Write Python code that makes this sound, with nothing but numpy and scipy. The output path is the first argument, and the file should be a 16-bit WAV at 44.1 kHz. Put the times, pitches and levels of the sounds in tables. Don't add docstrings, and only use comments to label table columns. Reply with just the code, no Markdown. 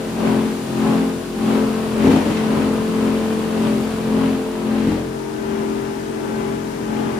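import sys
import numpy as np
from scipy import signal
from scipy.fft import rfft, irfft
from scipy.io import wavfile
from scipy.ndimage import uniform_filter1d, minimum_filter1d

SR = 44100
rng = np.random.default_rng(int(sys.argv[2]) if len(sys.argv) > 2 else 0)


def digitize_waveform(pressure):
    field = np.atleast_2d(pressure).T
    bounded = np.clip(field, -1, 1)
    quanta = np.round(bounded * 32767).astype(np.int16)
    wavfile.write(sys.argv[1], SR, quanta)


N = 317079
T = np.arange(N) / SR
FREQ = np.maximum(np.fft.rfftfreq(N, 1 / SR), 1)
KNIFE_HZ, SAG_HZ = 43.95, .285
ROTOR_HZ = KNIFE_HZ / 3
IDLE_DB, FILL_DB = -40, 9
FULL_RING_DB = -18.5
FADE_S = (4.8, 5.21)

# (peak time [s], rise [s], fall [s], cutting [dB],
# low resonance [dB], middle resonance [dB], high resonance [dB])
SURGES = [(.28, 0.085, 0.19, -28.5, -18.5, -22.5, -28), (.89, 0.13, 0.18, -28, -18.5, -22, -33),
          (1.52, 0.11, 0.12, -28.5, -18.5, -22, -29.5), (2.05, 0.093, 0.14, -31, -19, -20.5, -25),
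          (2.28, 0.021, .035, -38, -18.5, -33, -42), (2.57, 0.15, 0.14, -29.5, -25, -22.5, -39),
          (3.07, 0.17, 0.1, -36, -24, -24, -34), (3.66, 0.13, 0.14, -34, -19.5, -25, -27.5),
          (4.21, .12, 0.13, -31, -19.5, -22, -34), (4.76, 0.13, 0.17, -33.5, -20, -25, -33),
          (5.58, 0.19, 0.36, -33, -30, -36, -27.5), (6.44, 0.25, 0.17, -32.5, -28.5, -34, -31),
          (7.01, 0.16, 0.51, -30.5, -26.5, -34.5, -37.5)]
# (time [s], share [0-1])
FILL = [(0, 0.47), (.62, 0.31), (1.34, 0.1), (1.65, 0.86), (3.3, 0.9), (4.25, 0.64), (4.48, 0.48),
        (5.1, 0.17), (7.19, 0)]
# (multiple of the knife rate, relative level [dB])
HOPPER_DRONE = [(1, -20), (2, -19.5), (3, -13.5), (4, -11.5), (11, -17.5), (12, -19), (14, -19.5),
                (15, -20), (16, -28.5), (17, -29.5), (21, -28.5), (22, -33), (23, -32), (26, -32.5),
                (28, -26), (30, -26.5)]
PANEL_DRONE = [(1, -17.5), (2, -18), (3, -8), (4, -15.5), (11, -21), (12, -27), (13, -21.5), (14, -22.5),
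               (15, -17), (17, -19.5), (26, -20), (28, -20), (29, -30), (31, -20), (35, -18)]
# (frequency [Hz], relative level [dB])
HOPPER_TEARING = [(200, -15), (330, 7), (500, 1.5), (700, 1), (1000, 3), (1400, -3.5), (2100, -8),
                  (2900, -10), (3600, -16), (4700, -19.5), (6000, -31), (10000, -34), (15000, -44)]
PANEL_TEARING = [(200, -21), (330, 14), (500, -1), (750, -0.5), (950, 3), (1400, -3), (2900, -8),
                 (4700, -21.5), (15000, -38)]
TUMBLE_COLOUR = [(28, -55), (45, -26), (62, -11), (90, -22.5), (125, -6.5), (170, -2.5), (240, -1.5),
                 (310, -7.5), (450, -9.5), (700, -18.5), (2000, -52)]
# (time [s], level [dB])
AIR_LEVEL = [(0, -35.5), (.3, -34), (.62, -34.5), (.95, -33.5), (1.2, -35.5), (1.33, -36), (1.48, -33.5),
             (2, -34.5), (3.7, -34.5), (4.25, -35.5), (4.48, -37), (4.85, -38), (5.2, -37), (5.55, -36),
             (6.3, -36.5), (7.19, -35.5)]
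# (frequency [Hz], relative level [dB])
HOPPER_AIR = [(40, -26), (110, -4.5), (300, 3.5), (500, 0.5), (900, -26), (1500, -9), (2000, -17.5),
              (2600, -14), (4500, -16.5), (5900, -19.5), (7300, -19.5), (8200, -21.5), (10000, -19),
              (11600, -25.5), (15000, -28)]
PANEL_AIR = [(40, -15), (130, 5), (300, 4.5), (600, -4.5), (780, -14), (940, 1.5), (1080, -11), (1500, -5),
             (2300, -12.5), (4300, -18.5), (5400, -17), (7300, -19), (8400, -20.5), (10000, -18),
             (11400, -26), (13000, -24.5), (15000, -29)]
# (multiple of the knife rate, lag behind the surge [s],
# idle at hopper [dB], idle at panel [dB], added to idle when full [dB],
# left minus right at hopper [dB], same at panel [dB], phase between the sides at panel [rad])
STRONG_RINGS = [(5, 0.0012, -39.5, -37, 18, 4, 2.9, 0), (6, 0.038, -36.5, -41, 2, 3.5, 3.7, 0),
                (9, 0.013, -40, -35.5, 5, 3.5, 6.5, 1)]
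# (multiple of the knife rate, level at hopper [dB], level at panel [dB],
# following of the lowest resonance [dB per dB], added when full [dB],
# left minus right at hopper [dB], same at panel [dB], phase between the sides at panel [rad])
WEAK_RINGS = [(7, -37.5, -31, .5, 4, 5, 9, 0.75), (8, -28, -33, 0.5, -9, 7.5, -11, 2.1),
              (13, -39.5, -46, 3, 5, 13, 21, 0.38), (18, -38.5, -52, 0.5, -10.5, 4, 17, 0),
              (19, -38.5, -34, 0.98, -12, -4, 14, 0.19)]
# (time [s], level [dB])
WHINE_LEVEL = [(0, -31.5), (.18, -46), (.38, -30), (.7, -48), (1.02, -30), (1.25, -39.5), (1.48, -40),
               (1.58, -26.5), (2.1, -32), (2.21, -42), (2.36, -28), (2.6, -31.5), (2.8, -27.5),
               (3.27, -27.5), (3.8, -31.5), (4.45, -27.5), (4.65, -37), (4.9, -30.5), (5.3, -35),
               (7.19, -36)]
# (peak time [s], rise [s], fall [s], level [dB])
GRINDS = [(.24, .07, 0.11, -28.5), (1.56, 0.057, 0.065, -33), (2.21, .05, 0.05, -27.5),
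          (3.12, 0.056, 0.055, -37), (4.98, 0.055, 0.045, -33.5)]
RASPS = [(.26, 0.025, .05, -45), (.93, .09, .1, -50), (1.49, 0.046, 0.065, -46), (2.11, 0.077, 0.11, -38),
         (2.38, 0.11, 0.05, -38), (2.64, .04, .06, -47), (3.1, 0.085, 0.25, -48), (3.66, .08, 0.11, -41.5),
         (4.28, 0.073, 0.082, -42), (4.81, 0.096, 0.1, -42.5)]
# (frequency [Hz], relative level [dB])
GRIND_COLOUR = [(300, -25), (560, 10.5), (720, 0), (950, -0.5), (1300, -11.5), (2500, -21.5), (8000, -41)]
RASP_COLOUR = [(900, -11), (2000, 5.5), (2900, 4.5), (4000, -1.5), (5500, -9), (15000, -38)]
# (peak time [s], rise [s], fall [s], rumble [dB], crunch [dB], shudder [dB])
LUMPS = [(2.09, 0.061, .11, -24.5, -31.5, -40), (2.3, 0.064, 0.15, -30.5, -37.5, -53),
         (2.65, 0.044, 0.079, -37.5, -45, -41.5), (4.92, .11, 0.096, -34.5, -38.5, -35)]
# (frequency [Hz], relative level [dB])
BOUNCE_COLOUR = [(30, -35), (45, -22), (65, -23), (90, 3), (130, -2.5), (180, 8.5), (250, 4), (320, -3),
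                 (480, -4.5), (1300, -22.5), (3300, -31), (7000, -37), (15000, -56)]
CRACK_COLOUR = [(600, -1), (2000, 4.5), (3600, -4.5), (6000, -9), (10000, -17), (15000, -21)]
BITE_COLOUR = [(200, -27), (420, 10), (600, -0.5), (900, 2.5), (1300, -11), (3000, -19), (6000, -30.5),
               (15000, -37)]
# (multiple of the knife rate, relative level [dB])
SHUDDER_TONES = [(1, -6), (2, -4.5), (3, -2), (7, 5.5)]
# (time [s], thump peak [dB], crunch [dB])
BITES = [(2.044, -7, -28), (2.067, -4.5, -18), (2.088, 0, -22), (2.107, -20, -26), (2.13, -6.5, -23),
         (2.159, -12, -24), (2.261, -14, -27), (2.302, -12, -25.5), (2.57, -15, -25), (2.671, -16, -29),
         (4.87, -11.5, -29), (4.917, -16, -31)]
# (frequency [Hz], relative level [dB])
THUMP_TONES = [(95, -0.5), (172, 5), (272, 8.5), (315, 6), (480, -1.5)]
# (frequency [Hz], correlation [-1 to 1])
HOPPER_LIKENESS = [(60, 1), (280, 0.75), (640, 0.45), (1400, 0.27), (3100, 0.17), (6000, 0.19),
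                   (8200, -0.51), (10500, 0.96), (13500, 1), (15300, -0.44)]
PANEL_LIKENESS = [(60, 0.59), (130, 1), (290, 0.21), (640, -0.44), (3100, 0.23), (6000, 0.13),
                  (8200, -0.44), (10500, 0.95), (13500, 1), (15300, -0.37)]
# (frequency [Hz], left minus right [dB])
HOPPER_PAN = [(60, -1), (110, 6.5), (200, -3.5), (380, 0.5), (700, 6), (1290, 3.0), (2380, 2.0), (4400, 4),
              (8120, 2.5), (15000, -2)]
PANEL_PAN = [(60, 4), (110, 0.5), (200, 8.5), (380, -1), (700, 8.5), (1290, 5.5), (2380, 6), (4400, 11.5),
             (8120, 4.5), (15000, -2.5)]


def undb(db):
    return 10 ** (np.asarray(db) / 20)


def curve(table):
    return np.interp(T, *np.transpose(table))


def at(table, hz):
    table_hz, value = np.transpose(table)
    return np.interp(np.log(hz), np.log(table_hz), value)


def wander(rate_hz):
    points = uniform_filter1d(rng.standard_normal(2048), 3)
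    wobble = np.interp(T * rate_hz * 4, np.arange(2048), points)
    return wobble / np.sqrt(np.mean(wobble ** 2))


def swells(events, steepness=1.6):
    power = 0
    for peak_s, rise_s, fall_s, *levels_db in events:
        distance = np.abs(T - peak_s) / np.where(T < peak_s, rise_s, fall_s)
        shape = np.exp(-distance ** steepness / np.sqrt(2))
        power = power + (undb(levels_db)[:, None] * shape) ** 2
    return np.sqrt(power)


def over_idle(gain, idle_db):
    return 20 * np.log10(np.hypot(gain, undb(idle_db)))


def sides(pan_db):
    return undb(np.array([[1], [-1]]) * pan_db / 2)


def between(at_hopper, at_panel, panel):
    return at_hopper + (at_panel - at_hopper) * panel


def out_of_step(spread, panel, drift_rad=.5):
    return (spread + drift_rad * wander(.8)) * panel


def echoes(count=12, delay_s=(.004, .04), strength=.3):
    response = np.zeros(N)
    heights = strength * rng.choice([-1, 1], count) / np.sqrt(count)
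    response[(rng.uniform(*delay_s, count) * SR).astype(int)] = heights
    return 1 + rfft(response) * FREQ / np.hypot(FREQ, 1200)


def noise(colour, likeness=HOPPER_LIKENESS, pan=HOPPER_PAN, drive=1, repeat=0, repeat_hz=KNIFE_HZ):
    mid, side = rfft(rng.standard_normal((2, N)) * drive)
    alike = np.clip(at(likeness, FREQ), -.99, .99)
    pair = mid + np.array([[1], [-1]]) * side * np.sqrt((1 - alike) / (1 + alike))
    share = repeat / (1 + (FREQ / 2200) ** 2)
    comb = np.sqrt(1 - share ** 2) / (1 - share * np.exp(-2j * np.pi * FREQ / repeat_hz))
    out = irfft(pair * comb * echoes() * undb(at(colour, FREQ)) * sides(at(pan, FREQ)), N)
    return out / np.std(out.mean(axis=0))


def cuts(passes, fade, scatter_db):
    size = undb(scatter_db * rng.standard_normal(N // 100))
    return size[passes.astype(int)] * np.exp(-(passes % 1) / fade)


def tone(passes, multiple, pan_db, spread, waver=.09, waver_hz=7):
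    lag = 1.3 * (multiple - 5) ** 2
    phase = 2 * np.pi * multiple * passes - lag + waver * wander(waver_hz)
    size = np.sqrt(2) * (1 + waver * wander(waver_hz))
    return size * np.cos(phase + np.array([[.5], [-.5]]) * spread) * sides(pan_db)


def drone(passes, load_db, tones, pan, spread, waver, follow):
    hum = 0
    for multiple, db in tones:
        pan_db = at(pan, multiple * KNIFE_HZ)
        side_phase = spread * multiple * rng.choice([-1, 1])
        hum = hum + undb(db) * tone(passes, multiple, pan_db, side_phase, waver)
    return hum * undb(follow * (load_db - np.median(load_db)))


def chamber(passes, film_colour, likeness, pan, tear_db, tumble_db):
    rips = 1.7 + cuts(passes, fade=.8, scatter_db=1.5)
    tearing = noise(film_colour, likeness, pan, rips, repeat=.52)
    knocks = .7 + cuts(passes, fade=.8, scatter_db=.8)
    tumbling = noise(TUMBLE_COLOUR, likeness, pan, knocks, repeat=.5, repeat_hz=ROTOR_HZ)
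    return undb(tear_db) * tearing + undb(tumble_db) * tumbling


def blower(colour, likeness, pan, flutter_db=.18):
    rush = noise(colour, likeness, pan, repeat=.18, repeat_hz=ROTOR_HZ)
    return rush * undb(curve(AIR_LEVEL) + flutter_db * wander(3.4))


def resonances(passes, panel, fill, throb_db=1.5):
    surges = swells(SURGES, steepness=2.25)[1:]
    out, levels_db = 0, []
    for (multiple, lag_s, hopper_db, panel_db, fill_db, *pans, spread), surge in zip(STRONG_RINGS, surges):
        idle_db = between(hopper_db, panel_db, panel) + fill_db * fill
        db = over_idle(np.interp(T - lag_s, T, surge), idle_db)
        levels_db.append(db)
        out = out + undb(db) * tone(passes, multiple, between(*pans, panel), spread * panel)
    for multiple, hopper_db, panel_db, follow, fill_db, *pans, spread in WEAK_RINGS:
        db = between(hopper_db, panel_db, panel) + fill_db * fill
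        db += follow * (levels_db[0] - FULL_RING_DB) + throb_db * wander(5)
        out = out + undb(db) * tone(passes, multiple, between(*pans, panel), out_of_step(spread, panel))
    return out


def whine(passes, panel):
    pan_db = between(.5, 7.5, panel)
    return undb(curve(WHINE_LEVEL)) * tone(passes, 10, pan_db, out_of_step(1.8, panel))


def grinds(passes):
    chewing = 1.2 + cuts(passes, fade=.8, scatter_db=1.5)
    return swells(GRINDS)[0] * noise(GRIND_COLOUR, drive=chewing, repeat=.5)


def rasps(passes):
    cracking = undb(2.5 * wander(65)) * (2 + cuts(passes, fade=.5, scatter_db=2.5))
    return swells(RASPS)[0] * noise(RASP_COLOUR, drive=cracking)


def lumps(passes, rumble, crunch, shudder):
    bouncing = .9 + cuts(passes, fade=.6, scatter_db=2)
    breaking = 2.5 + cuts(passes, fade=.6, scatter_db=2)
    shaking = sum(undb(db) * tone(passes, multiple, pan_db=3, spread=0) for multiple, db in SHUDDER_TONES)
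    return (rumble * noise(BOUNCE_COLOUR, drive=bouncing)
            + crunch * noise(CRACK_COLOUR, drive=breaking)
            + shudder * shaking)


def bites(rise_s=.002, fall_s=.014, pitch_scatter=.022):
    t = T[:SR // 8]
    thumps, crushing = np.zeros(N), np.zeros(N)
    tone_hz, tone_db = np.transpose(THUMP_TONES)
    blow = np.exp(-t / fall_s) * (1 - np.exp(-t / rise_s))
    for start_s, thump_db, crunch_db in BITES:
        pitch = tone_hz * (1 + pitch_scatter * rng.standard_normal(len(tone_hz)))
        start_phase = rng.uniform(0, 2 * np.pi, (len(tone_hz), 1))
        knock = blow * (undb(tone_db) @ np.sin(2 * np.pi * pitch[:, None] * t + start_phase))
        span = slice(int(start_s * SR), int(start_s * SR) + len(t))
        thumps[span] += knock / np.abs(knock).max() * undb(thump_db)
        crushing[span] += blow / blow.max() * undb(crunch_db)
    return thumps * sides(pan_db=3.4) + crushing * noise(BITE_COLOUR)


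def scene():
    fill = curve(FILL)
    load_db = over_idle(swells(SURGES)[0], IDLE_DB + FILL_DB * fill)
    rumble, crunch, shudder = swells(LUMPS)
    passes = np.cumsum(KNIFE_HZ - SAG_HZ * rumble / rumble.max()) / SR
    panel = np.interp(T, FADE_S, (0, 1))
    at_hopper = (
        undb(-26) * drone(passes, load_db, HOPPER_DRONE, HOPPER_PAN, spread=.063, waver=.4, follow=.49)
        + chamber(passes, HOPPER_TEARING, HOPPER_LIKENESS, HOPPER_PAN, load_db - .4, load_db + 2.5)
        + blower(HOPPER_AIR, HOPPER_LIKENESS, HOPPER_PAN))
    at_panel = (
        undb(-30) * drone(passes, load_db, PANEL_DRONE, PANEL_PAN, spread=.065, waver=.24, follow=.69)
        + chamber(passes, PANEL_TEARING, PANEL_LIKENESS, PANEL_PAN, load_db - 3.5, load_db + .33)
        + blower(PANEL_AIR, PANEL_LIKENESS, PANEL_PAN))
    running = np.sqrt(1 - panel) * at_hopper + np.sqrt(panel) * at_panel
    housing = resonances(passes, panel, fill) + whine(passes, panel)
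    chewing = lumps(passes, rumble, crunch, shudder) + bites() + rasps(passes) + grinds(passes)
    return running + housing + chewing


def record(dry):
    bottom_hz, top_hz, ceiling = 36, 15400, .92
    dry = signal.sosfilt(signal.butter(6, bottom_hz, "high", fs=SR, output="sos"), dry)
    safe_gain = ceiling / np.maximum(np.abs(dry).max(axis=0), ceiling)
    gain = uniform_filter1d(minimum_filter1d(safe_gain, size=441), size=441)
    return signal.sosfilt(signal.ellip(10, .1, 80, top_hz, fs=SR, output="sos"), dry * gain)


dry = scene()
out = record(dry)
digitize_waveform(out)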